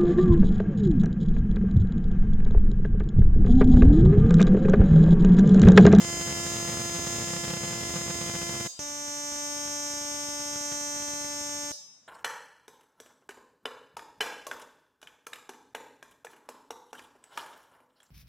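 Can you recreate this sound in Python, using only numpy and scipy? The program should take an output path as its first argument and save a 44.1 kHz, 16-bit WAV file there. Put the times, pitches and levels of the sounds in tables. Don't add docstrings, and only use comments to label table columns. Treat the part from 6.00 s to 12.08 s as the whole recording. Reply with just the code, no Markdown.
import sys
import numpy as np
from scipy import signal
from scipy.fft import rfft, irfft
from scipy.io import wavfile
from scipy.ndimage import map_coordinates

SR = 44100
rng = np.random.default_rng(int(sys.argv[2]) if len(sys.argv) > 2 else 0)


def invert_db(level):
    return 10 ** (np.asarray(level, dtype=float) / 20)


def transcribe(u):
    v = np.clip(np.atleast_2d(u).T, -1, 1)
    q = np.round(v * 32767).astype(np.int16)
    wavfile.write(sys.argv[1], SR, q)


N = 268039
LEAD = 32768
TOTAL = N + LEAD

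# first spark t/s, last spark t/s, spark rate f/Hz
SPARK_CLOCK = [
    (-.7, 2.6721, 342.99),
    (2.792, 5.7164, 291.02),
]
# t/s, level/dB
SPARK_STRENGTH = [
    [(0.0, -40), (0.11, -38), (1.08, -38), (1.62, -40), (2.59, -39), (2.66, -40)],
    [(2.8, -40), (3.52, -37), (4.73, -37), (5.71, -38)],
]
# multiple of the spark rate, left level/dB, right level/dB
HARD_OVERTONES = [(1, -45.3, -42.6), (2, -48.6, -47.5), (3, -51.2, -50.5), (4, -52.5, -49.1),
                  (5, -53.9, -47.6), (6, -60.1, -44.0), (7, -52.4, -65.2), (8, -51.3, -54.6),
                  (9, -50.8, -49.9), (10, -56.5, -53.7), (11, -54.1, -50.5), (12, -59.2, -61.4),
                  (13, -66.0, -55.8), (14, -49.6, -51.9), (15, -42.7, -48.9), (16, -63.1, -56.4),
                  (17, -51.2, -42.9), (18, -42.3, -59.0), (19, -48.9, -40.5), (20, -43.9, -47.3),
                  (21, -52.1, -56.5), (22, -45.6, -45.7), (23, -50.3, -52.4), (24, -54.7, -55.3),
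                  (25, -58.7, -51.0), (26, -51.9, -54.4), (27, -50.8, -61.1), (28, -54.9, -55.1),
                  (29, -64.7, -59.6), (30, -69.6, -64.6)]
# multiple of the spark rate, left level/dB, right level/dB
CALM_OVERTONES = [(1, -44.6, -49.6), (2, -45.2, -48.1), (3, -47.2, -48.3), (4, -53.5, -50.6),
                  (5, -64.6, -50.4), (6, -56.9, -51.8), (7, -52.7, -54.7), (8, -53.1, -68.3),
                  (9, -56.6, -64.5), (10, -58.0, -61.4), (11, -59.3, -58.4), (12, -55.8, -62.0),
                  (13, -54.6, -53.1), (14, -60.6, -59.6), (15, -59.1, -60.1), (16, -56.3, -58.6),
                  (17, -57.3, -51.9), (18, -46.9, -56.3), (19, -48.3, -42.7), (20, -54.4, -40.1),
                  (21, -42.4, -43.5), (22, -40.4, -46.8), (23, -44.7, -46.5), (24, -53.4, -56.6),
                  (25, -60.6, -59.4), (26, -47.0, -46.3), (27, -60.9, -51.3), (28, -55.3, -57.1),
                  (29, -49.6, -61.6), (30, -52.7, -56.0)]
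# f/Hz, left level/dB, right level/dB
THIN_TOP = [
    [(10500, -55, -88), (10660, -110, -110), (11820, -92, -66.5), (11900, -62.5, -66.5), (13000, -66, -69),
     (13470, -87, -94), (14340, -49, -43), (13300, -70, -97), (15860, -71, -57), (16000, -102, -74.5)],
    [(8830, -44, -72), (9700, -69.5, -71), (9630, -78, -48.5), (12200, -110, -110), (11350, -74, -62),
     (12000, -61, -63.5), (13970, -82, -64.5), (14200, -58, -90), (14100, -71, -85), (16600, -64, -48),
     (15600, -87, -81)],
]
# random level/dB, share carried from the spark before, fall t/ms,
# spit share, crack wobble share
UNEVENNESS = [
    (-34, 1, 0.92, 4.42, 0.11),
    (-47.5, 0.013, 1.12, 10.8, 0.058),
]
# t/ms, left share, right share
METAL_ECHOES = [
    (.25, 0.3, 0.26),
    (.55, 0.093, 0.18),
    (1.6, 0.05, 0.046),
]
# f/Hz, t60 t/s
HALL_DECAY = [(200, 0.13), (600, 0.46), (2000, 1), (4500, 0.81), (6500, 0.8), (9000, 0.61), (14000, 0.36)]
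# f/Hz, level/dB
HALL_LEVEL = [(200, -40), (600, -10.5), (2000, -19.5), (4500, -0.5), (6500, -8.5), (9000, -3.5),
              (14000, -1)]
# f/Hz, level/dB per Hz
VENTILATION = [(30, -40), (60, -16), (90, -8), (216, 0), (360, -11), (870, -9), (1900, -17), (4000, -22),
               (9000, -35)]
NOZZLE_BOUNCES = [
    (15, 14, .7, .85),
    (44, 41, .7, .92),
]
# delay t/ms, sway t/ms, share
HAND_ECHO = [
    (1.302, 0.181, 0.17),
    (2.101, 0.17, 0.28),
]
# t/s, pressure drop level/dB
HARD_COLLAPSES = [(.0276, -27.5), (.048, -24.9), (.2113, -25.2), (.325, -25), (.5203, -27.1),
                  (.6748, -27.6), (.7331, -27.5), (.7944, -26.9), (.8964, -26.6), (1.1471, -23.8),
                  (1.1617, -25.7), (1.2113, -26.4), (1.3046, -26), (1.3367, -26.2), (1.3658, -27.2),
                  (1.4416, -27.1), (1.5087, -27), (1.5378, -22.9), (1.5699, -25.8), (1.637, -25.8),
                  (1.6778, -27.1), (1.8119, -25.9), (1.8352, -27.1), (1.9577, -27.3), (2.0976, -27.3),
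                  (2.2142, -26.6), (2.29, -25.6), (2.6603, -26.6)]
# t/s, pressure drop level/dB
CALM_COLLAPSES = [(2.7921, -33.8), (3.0807, -35.4), (3.5893, -40), (3.6752, -34.7), (3.6992, -37.3),
                  (3.9363, -38), (4.0497, -38.5), (4.1425, -39.6), (4.2868, -36.9), (4.4105, -39.7),
                  (4.5583, -32.5), (4.6098, -35.7), (4.7164, -33.8), (4.7232, -34.7), (4.8126, -37.7),
                  (4.9466, -38.8), (4.9638, -38.3), (5.0016, -38.8), (5.0222, -35.5), (5.084, -39.6),
                  (5.1356, -34.8), (5.2455, -35.8), (5.4929, -38.7), (5.6338, -39.8), (5.7094, -37.2)]
# rate f/Hz, weakest level/dB, spread level/dB, pitting time t/s
SMALL_COLLAPSES = [
    (26.8, -30, 4.5, .01),
    (18, -45.5, 8, 1.2),
]


def read(points, hz):
    f, value = np.transpose(points)
    return np.interp(np.log(hz + 1), np.log(f + 1), value)


def train(times, sizes):
    place = times * SR + LEAD
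    at = np.floor(place).astype(int)[:, None] + np.arange(-16, 17)
    gap = at - place[:, None]
    shape = np.sinc(gap) * np.cos(np.pi * gap / 36) ** 2
    return np.bincount(at.ravel(), (sizes[:, None] * shape).ravel(), TOTAL)


def causal(points):
    log_gain = read(points, np.abs(np.fft.fftfreq(4096, 1 / SR))) * np.log(10) / 20
    spectrum = np.exp(np.conj(signal.hilbert(log_gain)))
    return np.fft.ifft(spectrum).real[:2048]


def air():
    a, b = rng.standard_normal((2, N))
    colour = invert_db(read(VENTILATION, np.fft.rfftfreq(N, 1 / SR)))
    noise = irfft(rfft([a + 0.13 * b, a - 0.18 * b]) * colour, N)
    return invert_db(-72) * noise / noise.std()


def workshop():
    taps = np.zeros((2, SR))
    at = np.arange(300, SR - 20, 20) + rng.integers(0, 20, (2, (SR - 301) // 20))
    np.put_along_axis(taps, at, rng.choice([-1., 1.], at.shape), 1)
    hz, t, z = signal.stft(taps, SR, nperseg=256)
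    z = z * invert_db(-60 * t / read(HALL_DECAY, hz)[:, None])
    z = z / np.sqrt(np.sum(abs(z) ** 2, (0, 2), keepdims=True))
    even = signal.istft(z, SR, nperseg=256)[1][:, :SR]
    colour = invert_db(read(HALL_LEVEL, np.fft.rfftfreq(SR, 1 / SR)))
    return irfft(rfft(even / np.linalg.norm(even[0])) * colour, SR)


def hands(near):
    at, out = np.arange(TOTAL), []
    treble = signal.butter(2, 1500, "high", fs=SR)
    for ear, (delay_ms, sway_ms, share) in zip(near, HAND_ECHO):
        sway = sum(np.sin(2 * np.pi * (f * at / SR + rng.random())) * 0.163 / f for f in (.15, .3, .55, 1.1))
        path = at - (delay_ms + sway_ms * sway) * SR / 1000
        echo = map_coordinates(ear, [path], order=3)
        out.append(ear + share * signal.lfilter(*treble, echo))
    return np.array(out)


def arc_drops(times, burn):
    uneven_db, carry = UNEVENNESS[burn][:2]
    per_s, weakest_db, spread_db, pitted_s = SMALL_COLLAPSES[burn]
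    heat = invert_db(uneven_db) * (rng.exponential(1, len(times)) - 1)
    heat = np.minimum(heat, 0.68 * invert_db(weakest_db))

    chance, size = rng.random((len(times), 2)).T
    pitting = np.minimum((times - times[0]) / pitted_s, 1)
    small = chance < per_s / SPARK_CLOCK[burn][2] * pitting
    collapse = small * invert_db(weakest_db + spread_db * size)
    s, db = np.transpose([HARD_COLLAPSES, CALM_COLLAPSES][burn])
    collapse[np.abs(times[:, None] - s).argmin(0)] = invert_db(db)

    following = np.r_[collapse[1:], 0]
    heat = np.where(following > 0, -.5 * carry * following, heat)
    heat = np.where(collapse > 0, collapse * (1 - .5 * carry), heat)
    return carry * np.r_[0, heat[:-1]] - heat


def pops(times, drops, burn):
    fall_ms, spit = UNEVENNESS[burn][2:4]
    ms = np.arange(1500) / SR * 1000
    step = signal.lfilter(*signal.butter(2, 4500, fs=SR), np.exp(-ms / fall_ms))
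    spit_band = signal.butter(2, [900, 4400], "band", fs=SR)
    shared, out = rng.standard_normal(TOTAL), []
    for ear in (1, 2):
        echoes = np.zeros(200)
        echoes[5] = 1
        for echo in METAL_ECHOES:
            echoes[5 + round(echo[0] * SR / 1000)] = echo[ear]
        heard = drops * (1 + .28 * rng.standard_normal(len(drops)))
        thump = signal.oaconvolve(train(times, heard), np.convolve(step, echoes))[:TOTAL]
        puff = signal.oaconvolve(train(times, abs(drops)), np.exp(-ms / 2.0))[:TOTAL]
        fizz = puff * (shared + 1.2 * rng.standard_normal(TOTAL)) / 10
        out.append(thump + spit * signal.lfilter(*spit_band, fizz))
    return np.array(out)


def bounce(x, ear, burn):
    for row in NOZZLE_BOUNCES:
        loop = np.zeros(row[ear] + 1)
        loop[[0, -1]] = row[2 + burn], 1
        x = signal.lfilter(loop, loop[::-1], x)
    return x


def cracks(times, burn, walls):
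    hz, wobble = SPARK_CLOCK[burn][2], UNEVENNESS[burn][4]
    s, db = np.transpose(SPARK_STRENGTH[burn])
    size = invert_db(np.interp(times, s, db - np.median(db)))
    size = size * (1 + wobble * rng.standard_normal(len(times)))
    pulses = train(times, -size * SR / hz / np.sqrt(2))

    overtones = [HARD_OVERTONES, CALM_OVERTONES][burn]
    lines = np.array([(k * hz, left, right) for k, left, right in overtones])
    filled = 1 + rfft(walls, 8 * SR)[:, np.round(8 * lines[:, 0]).astype(int)]
    lines[:, 1:] -= np.clip(20 * np.log10(abs(filled.T)), -4, 6)
    lines = np.vstack([lines, THIN_TOP[burn]])

    out = []
    for ear in (0, 1):
        crack = bounce(causal(lines[:, [0, ear + 1]]), ear, burn)
        out.append(signal.oaconvolve(pulses, crack)[:TOTAL])
    return np.array(out)


def scene():
    near, walls = np.zeros((2, TOTAL)), workshop()
    for burn, (first, last, hz) in enumerate(SPARK_CLOCK):
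        times = last - np.arange(round((last - first) * hz) + 1)[::-1] / hz
        drops = arc_drops(times, burn)
        near += cracks(times, burn, walls) + pops(times, drops - drops.mean(), burn)
    far = signal.fftconvolve(near, walls, axes=1)[:, :TOTAL]
    return (hands(near) + far)[:, LEAD:] + air()


def low_pass(x):
    return signal.sosfilt(signal.butter(12, 15650, fs=SR, output="sos"), x)


def record(dry):
    thin = signal.lfilter(*signal.butter(2, 75, "high", fs=SR), dry)
    return low_pass(thin)


dry = scene()
out = record(dry)
transcribe(out)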